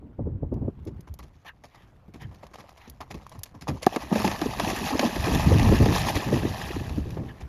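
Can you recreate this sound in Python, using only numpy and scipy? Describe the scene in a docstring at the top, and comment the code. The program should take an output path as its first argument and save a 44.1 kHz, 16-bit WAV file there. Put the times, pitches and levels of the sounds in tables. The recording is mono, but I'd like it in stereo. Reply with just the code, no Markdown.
"""A horse canters over turf and gravel, raps a timber edge, splashes through a shallow pond and leaves it.
Hooves are shaped noise and resonant knocks; stones, drops and bubbles are dense random grains.
On the water each hoof cracks and thumps, air pockets gulp, and spray rains back.
Small sharp clicks are short band-passed snaps; snorts are puffs of noise with a fluttering whistle.
Gusts of wind buffet the microphone as low noise, eddies and pops, over a soft background hiss."""
import sys
import numpy as np
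from scipy import signal
from scipy.fft import rfft, irfft, next_fast_len
from scipy.io import wavfile
from scipy.ndimage import uniform_filter1d, map_coordinates

SR = 44100
rng = np.random.default_rng(int(sys.argv[2]) if len(sys.argv) > 2 else 0)


def bounce(signal):
    """Save signal as a 16-bit WAV file at the path given by the first command-line argument."""
    frames = np.transpose(np.atleast_2d(signal))
    limited = np.clip(frames, -1, 1)
    pcm = np.round(limited * 32767).astype(np.int16)
    wavfile.write(sys.argv[1], SR, pcm)


N = 329868  # length [samples]
TOP_HZ = 15500  # upper band limit


def amp(db):
    """Level: decibels become a linear amplitude ratio."""
    return 10 ** (np.asarray(db) / 20)


def unit(x):
    """Normalisation: x is scaled to rms 1."""
    return x / np.sqrt(np.mean(x ** 2) + 1e-20)


def along(points, hz):
    """Logarithmic pitch scale: (frequency, value) points are interpolated over log frequency."""
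    f, v = np.transpose(points)
    return np.interp(np.log(hz + 1), np.log(f + 1), v)


def curves(rows):
    """Linear interpolation: one value per sample for each column after the time."""
    s, *columns = np.transpose(rows)
    return [np.interp(np.arange(N) / SR, s, column) for column in columns]


def wobble(rate):
    """Slow random modulation: a smooth curve through random knots, rate of them a second."""
    knots = rng.standard_normal(int(N * rate / SR) + 4)
    return map_coordinates(knots, [np.arange(N) * rate / SR])


def filtered(x, response):
    """Linear filtering: the spectrum of x is multiplied by a response of frequency."""
    m = next_fast_len(N + 8192)
    return irfft(rfft(x, m) * response(np.fft.rfftfreq(m, 1 / SR)), m)[..., :N]


def noise():
    """White noise: two unrelated streams."""
    return rng.standard_normal((2, N))


def coloured(pair, spectrum, alike):
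    """Coherence: mid and side shares give two unrelated signals a left-right likeness, a spectrum and rms 1."""
    def turn(hz):
        return np.arccos(np.clip(along(alike, hz), -.99, .99)) / 2

    def mid_and_side(hz):
        return amp(along(spectrum, hz)) * [np.cos(turn(hz)), np.sin(turn(hz))]

    mid, side = filtered(pair, mid_and_side)
    return unit(np.array([mid + side, mid - side]))


def add(track, s, sound):
    """Superposition: a sound is summed into a track from time s on."""
    start = max(0, round(s * SR))
    part = track[..., start:start + sound.shape[-1]]
    part += sound[..., :part.shape[-1]]


def strike(t, attack, t60):
    """Damped excitation: a quick rise and an exponential fall."""
    return (1 - np.exp(-t / attack)) * amp(-60 * t / t60)


def held(t, attack, length, t60):
    """Sustained excitation: a rise, a hold for some length and an exponential fall."""
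    return (1 - np.exp(-t / attack)) * amp(-60 * np.maximum(t - length, 0) / t60)


def specks(rate, spread_db):
    """Shot noise: two streams of tiny random impacts, a few much larger than the rest."""
    hit = rng.random((2, N)) < rate / SR
    size = amp(spread_db * np.minimum(rng.exponential(size=(2, N)), 4))
    return unit(hit * np.sign(noise()) * size)


def patchy(pair, depth_db):
    """Local colour: gains vary over short patches of time and pitch, alike in both streams."""
    z = signal.stft(pair, nperseg=512)[2]
    field = uniform_filter1d(rng.standard_normal(z.shape[1:]), size=5, axis=0)
    field = uniform_filter1d(field, size=4, axis=1)
    return signal.istft(z * amp(depth_db * unit(field)), nperseg=512)[1][:, :N]


def grains(count, low_hz, high_hz, cycles, spread_db, glide, size):
    """Granular resonance: bubbles or stones in two streams ring for some cycles; glide bends bubbles upward."""
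    when, pitch, chance, phase, port = rng.random((count, 5)).T[:, :, None]
    hz = low_hz * (high_hz / low_hz) ** pitch
    turns = hz * np.arange(size) / SR
    age = turns / cycles
    bent = turns * (1 + glide * np.minimum(age, 2))
    ring = np.sin(2 * np.pi * (bent + phase)) * strike(age, 0.012, 1.0)
    ring *= np.sqrt(hz) * amp(spread_db * np.minimum(-np.log(1 - chance), 3))
    # the second stream lies N samples after the first
    place = (when * (N - size)).astype(int) + np.arange(size) + N * (port > .5)
    return unit(np.bincount(place.ravel(), ring.ravel(), 2 * N).reshape(2, N))


def thump(hz, swell):
    """Pressure pulse: a few cycles sink in pitch, and the envelope peaks after swell nominal cycles."""
    cycles = hz * np.arange(SR // 8) / SR
    age = cycles / swell
    turns = 6 * np.log(1 + cycles / 4) + .04 * rng.standard_normal() * cycles
    return age ** 2 * np.exp(2 * (1 - age)) * np.sin(2 * np.pi * turns)


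KNOCK_RISE_S, KNOCK_T60_S = .002, .085  # the horn meets the stones
HORN_WIDTH = 1.29  # band of the knock, as a ratio to each side of its pitch


def clop(hz):
    """Resonant filtering: a hoof rattles over a few stones and rings around one pitch."""
    t = np.arange(SR // 8) / SR
    envelope = strike(t, KNOCK_RISE_S, KNOCK_T60_S)
    contacts = rng.standard_normal(len(t)) * (rng.random(len(t)) < 1800 / SR)
    band = signal.butter(2, [hz / HORN_WIDTH, hz * HORN_WIDTH], "band", fs=SR)
    ring = signal.lfilter(*band, contacts * envelope)
    return unit(ring) * np.sqrt(np.mean(envelope ** 2))


# footfalls on land, levels before the trims below:
# (time [s], gravel crunch [dB], horn knock [dB], soil thud [dB], knock pitch [Hz])
FOOTFALLS = [(0.8705, -48.5, -74, -52, 900), (1.072, -52, -43, -49, 1110), (1.1904, -48, -41, -46, 970),
             (1.2277, -48, -49, -42, 830), (1.448, -53.5, -44, -48, 950), (1.637, -42, -39, -45, 666),
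             (1.745, -52, -46, -48, 1010), (2.077, -66, -63, -40, 900), (2.138, -46.5, -49.5, -38, 1000),
             (2.157, -64, -47, -49, 450), (2.2107, -46, -52, -39.5, 1100), (2.313, -58, -45.5, -45.5, 650),
             (2.34, -50.5, -63, -67, 900), (2.4284, -46.5, -36.5, -43.5, 565), (2.535, -42, -43, -50, 1090),
             (2.5828, -44, -40.5, -46, 960), (2.6, -48.5, -47, -54, 850), (2.638, -69, -45, -53, 740),
             (2.77, -46.5, -68, -56, 900), (2.873, -50.5, -54, -37, 900), (3.004, -39.5, -29, -43, 940),
             (3.1045, -36.5, -37.5, -36, 845), (3.141, -44.5, -40, -30.5, 950), (3.211, -70, -48, -65, 900),
             (3.3156, -47, -40, -51, 850), (3.349, -52, -42.5, -41, 980), (3.456, -44.5, -66, -64, 900),
             (3.5434, -52, -42.5, -37, 800), (3.611, -35.5, -49, -39, 900),
             (3.6784, -27, -22.5, -21.5, 790), (3.692, -65, -46, -23.5, 730), (3.734, -54, -48, -30.5, 730),
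             (3.821, -27, -37, -40, 850), (7.166, -54, -30.5, -40, 650), (7.404, -43.5, -41, -36, 895)]
# looseness of the ground, from firm turf to the gravel bank: (time [s], level of the rolling stones [dB])
LOOSENESS = [(.6, -5), (1.3, 5.5), (2.7, 4.5), (3.7, 0.5)]
# spectrum of crushed gravel: (frequency [Hz], relative density [dB per Hz])
GRAVEL_SPECTRUM = [(250, -58), (500, 7.5), (1000, 0), (1500, 0), (2200, 1), (3200, -3), (5500, -4),
                   (8500, -6), (12500, -14.5), (15500, -22)]
# spectrum of a hoof on stony ground, also of pebbles: (frequency [Hz], relative density [dB per Hz])
HORN_SPECTRUM = [(120, -6), (300, 3), (560, 2), (800, 4.5), (1150, 2), (1700, -9), (3500, -20), (8000, -40)]
# spectrum of weight landing on soil: (frequency [Hz], relative density [dB per Hz])
THUD_SPECTRUM = [(30, -24), (70, -7), (115, 0), (170, 1), (300, -4), (450, -11), (750, -22), (2000, -50)]
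# stereo likeness of the noise, with narrow steps in the treble: (frequency [Hz], left-right likeness [ratio])
LIKENESS = [(300, .85), (900, .92), (2200, .9), (4500, .7), (7400, .7), (7900, .99), (8700, .99),
            (9400, .68), (10700, .7), (11300, .97), (12900, .97), (13800, .5), (14700, .99)]
CRUNCH_RISE_S, CRUNCH_HOLD_S, CRUNCH_T60_S = .0022, .012, .075  # the gravel gives way
ROLL_DB, ROLL_RISE_S, ROLL_T60_S = -23, 0.12, 0.88  # loose stones roll on after each crunch
HORN_DULL_DB = -4.5  # the broad clop under the pitched knock
THUD_RISE_S, THUD_T60_S = 0.0076, 0.13  # the leg takes the weight
SOIL_HZ, SOIL_DELAY_S, SOIL_DB = 77.2, 0.0083, -7  # median pitch of the rebound; level relative to the thud
SOIL_LIMIT = 0.027  # largest rebound of the soil (linear amplitude)
STONE_SHARE = .5  # single stones clacking within the crunch
PEBBLE_DB, PEBBLES_PER_S = 4, 130  # kicked-up pebbles, relative to the rolling stones; rate in each stream


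def hooves():
    """Impact: each hoof knocks, crushes gravel and kicks up stones; its weight thuds in soil that springs back."""
    t = np.arange(SR) / SR
    crunch, rolling, knock, clops, weight, soil = np.zeros((6, N))
    for s, crunch_db, knock_db, thud_db, hz in FOOTFALLS:
        add(crunch, s - .001, amp(crunch_db - 5.0) * held(t, CRUNCH_RISE_S, CRUNCH_HOLD_S, CRUNCH_T60_S))
        add(rolling, s, amp(crunch_db + ROLL_DB) * strike(t, ROLL_RISE_S, ROLL_T60_S))
        add(knock, s, amp(knock_db + HORN_DULL_DB) * strike(t, KNOCK_RISE_S, KNOCK_T60_S))
        add(clops, s, amp(knock_db - 3.5) * clop(hz))
        add(weight, s, amp(thud_db) * strike(t, THUD_RISE_S, THUD_T60_S))
        # the soil can only give so far
        give = SOIL_LIMIT * np.tanh(amp(thud_db + SOIL_DB) / SOIL_LIMIT)
        soil_hz = SOIL_HZ * np.exp(0.19 * rng.standard_normal())
        add(soil, s + SOIL_DELAY_S, give * thump(soil_hz, swell=1.9))
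    rolling = rolling * amp(curves(LOOSENESS)[0])
    tumble = amp(3 * wobble(40))
    clacks = grains(count=5000, low_hz=900, high_hz=9000, cycles=11, spread_db=3, glide=0, size=500)
    grit = patchy(specks(rate=1500, spread_db=4.3), depth_db=3.5)
    stones = unit(grit + STONE_SHARE * clacks + .45 * noise())
    gravel = np.hypot(crunch, rolling * tumble) * coloured(stones, GRAVEL_SPECTRUM, LIKENESS)
    patter = unit(patchy(specks(rate=PEBBLES_PER_S, spread_db=2), depth_db=4))
    pebbles = amp(PEBBLE_DB) * rolling * coloured(patter, HORN_SPECTRUM, LIKENESS)
    horn = knock * coloured(patchy(noise(), depth_db=3), HORN_SPECTRUM, LIKENESS)
    thud = weight * coloured(noise(), THUD_SPECTRUM, [(150, 0.97)])
    return gravel + pebbles + clops + horn + soil + thud


# a leg drives through the pond: (time [s], churned air [dB], thrown spray [dB], length [s])
SURGE_EVENTS = [(3.919, -30, -40, 0.031), (3.999, -42, -40, 0.032), (4.122, -34.5, -32.5, 0.018),
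                (4.15, -27, -32.5, 0.016), (4.243, -26.5, -31, 0.015), (4.422, -27, -40, 0.039),
                (4.575, -34, -36.5, 0.072), (4.665, -29.5, -31.5, 0.048), (4.828, -34, -32.5, 0.072),
                (4.909, -24.5, -50, 0.024), (4.994, -25.5, -33.5, 0.076), (5.237, -27, -37, 0.12),
                (5.613, -26, -39.5, 0.068), (5.918, -38, -28, 0.098), (6.059, -31, -27, 0.037),
                (6.142, -28.5, -27.5, 0.034), (6.319, -36, -36, 0.023)]
# the wake rains back into the pond and thins out once the horse has left it: (time [s], level [dB])
WAKE_SHOWER = [(3.88, -45), (4.08, -47.5), (4.2, -31.5), (4.38, -37), (4.55, -38.5), (4.75, -32),
               (4.96, -34), (5.13, -35), (5.35, -31.5), (5.95, -32), (6.3, -36.5), (6.68, -37.5),
               (7, -49.5), (7.48, -63)]
# spectrum of air churned under the surface: (frequency [Hz], relative density [dB per Hz])
CHURN_SPECTRUM = [(60, -60), (100, -19), (145, -1.5), (230, 5.5), (420, -0.5), (560, -4.5), (780, -3),
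                  (950, -5), (1150, -6.5), (1600, -18), (4000, -46)]
# spectrum of falling drops: (frequency [Hz], relative density [dB per Hz])
SPRAY_SPECTRUM = [(300, -21), (600, 1), (830, 3), (980, -3.5), (1150, -6.5), (1400, -9), (1800, -4.5),
                  (2200, -12), (2550, -5.5), (2950, -9.5), (4000, -11.5), (6000, -13.5), (8300, -15.5),
                  (11000, -18), (14000, -23), (15500, -28)]
SURGE_RISE_S, SURGE_T60_S = 0.013, 0.19  # the churning builds up and dies away
THROW_RISE_S, THROW_T60_S = 0.0061, 0.11  # so does the sheet of spray
WAKE_CHURN_DB = -4  # bubbling of the wake, relative to its spray
CLUMPS_PER_S, CLUMP_GAIN, CLUMP_FALL_S = 32, .75, .0025  # lumps of thrown water smack back into the pond


def water():
    """Bubble resonance and droplet impact: legs churn air under the surface and throw spray that falls back."""
    t = np.arange(SR) / SR
    stir, thrown = np.zeros((2, N))
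    for s, churn_db, spray_db, length in SURGE_EVENTS:
        add(stir, s, amp(churn_db) * held(t, SURGE_RISE_S, length, SURGE_T60_S))
        add(thrown, s, amp(spray_db) * held(t, THROW_RISE_S, length, THROW_T60_S))
    entry = np.interp(np.arange(N) / SR, [3.86, 3.89], [0, 1])
    wake = entry * amp(curves(WAKE_SHOWER)[0])
    pockets = grains(count=2200, low_hz=133, high_hz=1300, cycles=12, spread_db=2.8, glide=.33, size=1500)
    churn = coloured(unit(pockets + .42 * noise()), CHURN_SPECTRUM, [(400, .8)])
    drops = grains(count=13000, low_hz=900, high_hz=13000, cycles=15, spread_db=2.5, glide=.25, size=350)
    fall = .5 * drops + .65 * specks(rate=3800, spread_db=3.7) + .55 * noise()
    fall = patchy(fall, depth_db=1.9)
    spray = unit(amp(.9 * wobble(45)) * coloured(fall, SPRAY_SPECTRUM, LIKENESS))
    clumps = (rng.random(N) < CLUMPS_PER_S / SR) * rng.uniform(.3, 1, N)
    smacks = signal.lfilter([1], [1, -np.exp(-1 / (CLUMP_FALL_S * SR))], clumps)
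    spray = unit(spray * (1 + CLUMP_GAIN * smacks))
    return np.hypot(stir, amp(WAKE_CHURN_DB) * wake) * churn + np.hypot(thrown, wake) * spray


# hooves that hit the water flat, cavity levels before the trims below:
# (time [s], crack [dB], cavity [dB], nominal cavity pitch [Hz])
SLAP_EVENTS = [(3.9615, -17, -8, 556), (4.113, -45, -13, 174), (4.125, -29, -8.5, 248),
               (4.157, -24, -11, 550), (4.183, -25, -29, 395), (4.2425, -27, -9, 295),
               (4.277, -17, -15.5, 340), (4.3142, -19.5, -24, 516), (4.415, -19, -9.5, 320),
               (4.598, -14.5, -11, 880), (4.994, -10.5, -13.5, 280), (5.161, -22.5, -13.5, 266),
               (5.2427, -22, -24, 504), (5.2684, -25, -11, 330), (5.5962, -17.5, -17, 410),
               (5.63, -22, -23, 700), (5.688, -25, -20, 790), (5.758, -25, -16, 820), (5.858, -20, -6, 490),
               (5.982, -18, -29, 700), (6.049, -25, -24, 700), (6.1, -26, -17, 605), (6.154, -21, -15, 268),
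               (6.895, -31.5, -29, 600)]
# spectrum of a hoof on the surface: (frequency [Hz], relative density [dB per Hz])
CRACK_SPECTRUM = [(300, -34), (700, 6.5), (1200, -0.5), (2500, -3.5), (5500, -11), (9000, -16),
                  (15000, -29.5)]


def slaps():
    """Cavity resonance: a hoof cracks the surface, then the air cavity under it thumps and breaks up."""
    t = np.arange(SR // 8) / SR
    cracks, cavities, collapse = np.zeros((3, N))
    for s, db, cavity_db, hz in SLAP_EVENTS:
        add(cracks, s - .001, amp(db) * strike(t, .001, .026))
        add(cavities, s + 0.0011, amp(cavity_db - 12.0) * thump(hz, swell=2.1))
        add(collapse, s + 0.0014, amp(cavity_db - 9.5) * strike(t, 0.00084, 0.054))
    surface = cracks * coloured(noise(), CRACK_SPECTRUM, LIKENESS)
    breakup = collapse * coloured(noise(), CHURN_SPECTRUM, LIKENESS)
    return cavities + surface + breakup


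# big air pockets gulp behind the legs: (time [s], level [dB], starting pitch [Hz])
GULP_EVENTS = [(4.118, -17.5, 188.4), (4.153, -18.5, 205), (4.156, -22, 563), (4.244, -12, 824),
               (4.247, -19.5, 188.3), (4.313, -26, 810), (4.419, -26, 257), (4.698, -19, 740),
               (4.906, -18, 805), (4.923, -19, 258.5), (4.997, -24.5, 252), (5.026, -18, 544),
               (5.034, -22, 804), (5.304, -18.5, 261), (5.857, -25, 790)]
GULP_CYCLES, GULP_RISE_S = 40.5, 0.0022  # cycles at the starting pitch to fall by 60 dB; swell
GULP_GLIDE = .12  # mean rise in pitch over that life, as a share


def gulps():
    """Bubble resonance: a large trapped air pocket rings unsteadily and rises in pitch as it comes up."""
    t = np.arange(SR // 4) / SR
    out = np.zeros(N)
    for s, db, hz in GULP_EVENTS:
        life = GULP_CYCLES / hz
        turns = hz * t * (1 + GULP_GLIDE * np.minimum(t / life, 1))
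        add(out, s, amp(db) * strike(t, GULP_RISE_S, life) * np.sin(2 * np.pi * turns))
    return out * amp(2 * wobble(150))


RAP_S, RAP_RISE_S = 3.8668, 0.0013  # a hind hoof raps the timber edge of the pond at take-off
# modes of the beam: (frequency [Hz], level [dB], 60 dB decay time [s])
TIMBER_MODES = [(250, -3, 0.021), (360, 0, 0.022), (750, 1.5, 0.024), (1150, -4, .014), (1680, -9.5, 0.015)]


def timber():
    """Modal damping: one dry, hard rap; the beam lies in the ground, so its modes die at once."""
    t = np.arange(SR // 8) / SR
    out = np.zeros(N)
    for hz, db, t60 in TIMBER_MODES:
        add(out, RAP_S, amp(db) * strike(t, RAP_RISE_S, t60) * np.sin(2 * np.pi * hz * t))
    return out


def without_bass(x):
    """Low cut: the beam, the cavities and the air pockets carry no deep bass."""
    return signal.sosfilt(signal.butter(3, 110, "high", fs=SR, output="sos"), x)


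# small sharp clicks: tack, hoof ticks, pebbles and smacking drops; snap levels before the trim below:
# (time [s], snap [dB], centre of the snap [Hz], knock [dB])
CLICK_EVENTS = [(.54, -48.5, 4000, -70), (.851, -46, 8000, -70), (1.007, -42.5, 7000, -61),
                (1.14, -37.5, 11000, -39.5), (1.189, -35.5, 6860, -52), (2.467, -42, 3000, -38),
                (2.557, -38, 2000, -27), (2.692, -40.5, 2170, -34), (2.726, -54, 5000, -63),
                (2.898, -32.5, 12000, -43), (3.266, -42, 4000, -25.5), (3.294, -41, 6000, -46),
                (3.391, -39, 8000, -37), (3.4339, -19, 6800, -56), (3.672, -46, 4000, -19),
                (3.8643, -17, 3740, -30), (5.349, -22.5, 10000, -50), (6.449, -42, 9000, -50),
                (7.105, -33.5, 2450, -48)]
CLICK_RISE_S, CLICK_T60_S = 0.00031, 0.026  # the snap of the contact
CLICK_KNOCK_HZ, CLICK_KNOCK_T60_S = 880, 0.0093  # the dull ring under the snap: median pitch, decay


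def clicks():
    """Brief contact: each small sharp click is a band-limited snap with a very short dull ring."""
    t = np.arange(SR // 16) / SR
    out = np.zeros((2, N))
    for s, snap_db, hz, knock_db in CLICK_EVENTS:
        band = signal.butter(1, [hz / 2, min(hz * 2, TOP_HZ)], "band", fs=SR)
        # mostly shared noise, with a little of its own on each side
        contact = rng.standard_normal(len(t)) + 0.24 * rng.standard_normal((2, len(t)))
        snap = unit(signal.lfilter(*band, contact))
        ring_hz = CLICK_KNOCK_HZ * np.exp(0.17 * rng.standard_normal())
        ring = np.sin(2 * np.pi * ring_hz * t)
        add(out, s, amp(snap_db - 5.5) * strike(t, CLICK_RISE_S, CLICK_T60_S) * snap)
        add(out, s, amp(knock_db) * strike(t, CLICK_RISE_S, CLICK_KNOCK_T60_S) * ring)
    return out


# the horse blows: (time [s], rasp [dB], length [s], whistle [dB], whistle pitch [Hz])
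SNORT_EVENTS = [(1.478, -46.5, 0.015, -46, 1685), (1.782, -60, 0.056, -66, 1870),
                (2.225, -48.5, 0.016, -53, 1860), (2.834, -51, 0.031, -63, 1990),
                (7.293, -56, 0.011, -49.5, 1725)]
# resonances of the nostrils: (multiple of the whistle's pitch [ratio], level [dB])
NOSTRIL_MODES = [(1, 5), (1.72, -5), (.76, -14)]
# spectrum of the rush of air: (frequency [Hz], relative density [dB per Hz])
RASP_SPECTRUM = [(300, -27), (800, 8), (2000, -3), (3200, -2.5), (4500, -13), (9000, -21)]
NOSTRIL_WIDTH_HZ = 130  # cutoff of the flutter in level and phase
WHISTLE_LAG_S, WHISTLE_SAG_PER_S = .01, 2.4  # the whistle follows the rasp and sinks by this share a second


def snorts():
    """Turbulent flow: short blows of air rasp broadly, then whistle hoarsely and sink in the nostrils."""
    t = np.arange(-SR // 8, SR // 8) / SR
    flow, whistles = np.zeros((2, N))
    narrow = signal.butter(2, NOSTRIL_WIDTH_HZ, fs=SR)
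    for s, rasp_db, length, whistle_db, hz in SNORT_EVENTS:
        puff = np.exp(-.5 * (t / length) ** 2)
        turns = np.cumsum(hz * (1 - WHISTLE_SAG_PER_S * t)) / SR
        add(flow, s + t[0], amp(rasp_db) * puff)
        for multiple, db in NOSTRIL_MODES:
            flutter, drift = unit(signal.lfilter(*narrow, rng.standard_normal((2, len(t)))))
            tone = .85 * amp(3 * flutter) * np.sin(2 * np.pi * multiple * turns + 1.4 * drift)
            add(whistles, s + WHISTLE_LAG_S + t[0], amp(whistle_db + db) * puff * tone)
    rushing = patchy(noise(), depth_db=3)[0] * amp(3 * wobble(120))
    return whistles + flow * unit(filtered(rushing, lambda hz: amp(along(RASP_SPECTRUM, hz))))


# the two microphone ports hear the horse out of step: (frequency [Hz], phase by which left leads [radians])
PORT_PHASE = [(300, 0), (800, .55), (1200, .6), (1470, 2.6), (1750, .15), (3000, .9), (4900, .5),
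              (6600, -.95), (7800, -3.1), (8800, -3.2), (11000, -6.25), (13400, -6.5), (14500, -9.4)]


def ports(x):
    """Stereo phase difference: opposite phase shifts at the two ports, and the left one a little brighter."""
    # (frequency [Hz], half of the level difference [dB])
    left_db = [(300, 0.05), (1300, 0.15), (4400, 1.7), (8000, 0.043)]

    def half(hz):
        return amp(along(left_db, hz)) * np.exp(.5j * along(PORT_PHASE, hz))

    return filtered(x, lambda hz: np.array([half(hz), 1 / half(hz)]))


# strength of the wind, with one big gust over the pond: (time [s], rumble level [dB])
WIND_STRENGTH = [(0, -48), (.08, -49), (.15, -45.5), (.22, -31.5), (.65, -35), (.8, -42), (.95, -40),
                 (1.15, -44.5), (1.35, -51.5), (1.55, -59.5), (2, -54.5), (2.27, -44.5), (2.5, -64),
                 (3.15, -51), (3.5, -57), (4.05, -50), (4.2, -37.5), (5.05, -38), (5.3, -29), (5.44, -21.5),
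                 (5.49, -18), (5.57, -17.5), (5.65, -17), (5.71, -18), (5.82, -18), (5.97, -30),
                 (6.6, -35.5), (6.95, -31.5), (7.48, -43)]
# the strongest eddies that hit the microphone, before the trims below: (time [s], level [dB], length [s])
EDDY_EVENTS = [(0.013, -39.5, 0.1), (0.186, -22, 0.033), (0.257, -26, 0.043), (0.425, -22, 0.023),
               (0.517, -23, 0.04), (0.562, -24.5, 0.026), (0.614, -26.5, 0.061), (0.678, -22, 0.016),
               (0.864, -27.5, 0.038), (0.989, -32, 0.011), (5.461, -14, 0.048), (5.515, -10.5, 0.047),
               (5.686, -9.5, 0.017), (5.717, -8.5, 0.029), (5.8, -11, 0.044), (5.879, -17, 0.065),
               (6.26, -22.5, 0.08), (6.323, -17, 0.066), (6.423, -21.5, 0.056), (6.807, -25, 0.019),
               (6.909, -27, 0.029), (6.97, -23.5, 0.034), (7.056, -27, 0.025), (7.185, -27, 0.087)]
# eddies that break right on the port with a pop: (time [s], peak level [dB], nominal pitch [Hz])
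POP_EVENTS = [(0.192, -26, 500), (0.199, -22, 112), (0.342, -25.5, 81), (.43, -27, 430), (0.523, -25, 440),
              (.272, -25.5, 397), (.68, -23, 396), (.876, -28.5, 362), (1.094, -30.5, 74),
              (2.238, -35, 141), (3.377, -34, 91.4), (5.462, -10, 147), (5.508, -9, 103), (5.55, -10, 106),
              (5.688, -11, 117), (5.724, -7, 337), (5.802, -11.5, 92.5), (6.326, -14, 404),
              (6.45, -14.5, 329), (6.704, -26.5, 360), (6.763, -22, 288), (6.806, -27.5, 238),
              (6.977, -21.5, 228), (7.169, -26, 400)]
# spectrum of the steady wind: (frequency [Hz], relative density [dB per Hz])
RUMBLE_SPECTRUM = [(15, -32), (30, -14), (48, -2), (65, 0), (90, -1.5), (125, -4), (220, -13), (450, -28),
                   (1000, -46), (3000, -72), (6000, -120)]
# spectrum of the eddies: (frequency [Hz], relative density [dB per Hz])
BUFFET_SPECTRUM = [(25, -28.5), (70, 3.5), (160, 0.5), (300, -2), (550, -14.5), (1000, -29), (2000, -60),
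                   (5000, -123.5)]
# background hiss: (time [s], level [dB])
HISS_LEVEL = [(0, -61.5), (.35, -65), (.8, -57.5), (1.4, -65), (2, -60), (2.8, -59.5), (7.48, -51)]
# spectrum of the background hiss, a soft breeze below and a faint residue in the top treble:
# (frequency [Hz], relative density [dB per Hz])
HISS_SPECTRUM = [(60, 0.5), (130, -5), (480, -8), (1000, -9.5), (1500, -16), (2200, -20.5), (4000, -30.5),
                 (9000, -41.5), (13500, -37), (15500, -59)]


def wind():
    """Turbulence: a lumpy rumble follows the wind, with sharper eddies and pops on top and a soft hiss behind."""
    t = np.arange(SR // 3) / SR
    eddies, pops = np.zeros(N), np.zeros(N)
    for s, db, length in EDDY_EVENTS:
        add(eddies, s - .002, amp(db - 1.5) * (1 - np.exp(-t / 0.0033)) * np.exp(-(t / length) ** 2))
    for s, db, hz in POP_EVENTS:
        add(pops, s, amp(db) * thump(hz, swell=1.35))
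    lumps = amp(3.2 * wobble(18)) * coloured(noise(), RUMBLE_SPECTRUM, [(60, 0.85)])
    rumble = amp(curves(WIND_STRENGTH)[0]) * unit(lumps)
    flutter = amp(1.16 * wobble(110)) * coloured(noise(), BUFFET_SPECTRUM, [(200, 0.49)])
    buffet = 1.006 * eddies * unit(flutter)
    gusts = .6 * np.tanh((rumble + buffet + pops) / .6)  # the strongest gusts saturate softly
    rustle = patchy(noise() + .6 * specks(rate=120, spread_db=3), depth_db=2.5)
    hiss_gain = amp(curves(HISS_LEVEL)[0] + 0.87 * wobble(5.9))
    hiss = hiss_gain * coloured(rustle, HISS_SPECTRUM, [(1000, 0.16)])
    return gusts + hiss


def scene():
    """Superposition: the horse passes in the open air while the wind blows on the microphone."""
    splashes = without_bass(slaps() + gulps() + timber())
    horse = hooves() + water() + splashes + clicks() + snorts()
    return ports(horse) + wind()


def record(dry):
    """Band limiting: a steep low-pass, as the camera keeps almost nothing above its band limit."""
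    return filtered(dry, lambda hz: 1 / np.sqrt(1 + (hz / TOP_HZ) ** 200))


dry = scene()
out = record(dry)
bounce(out)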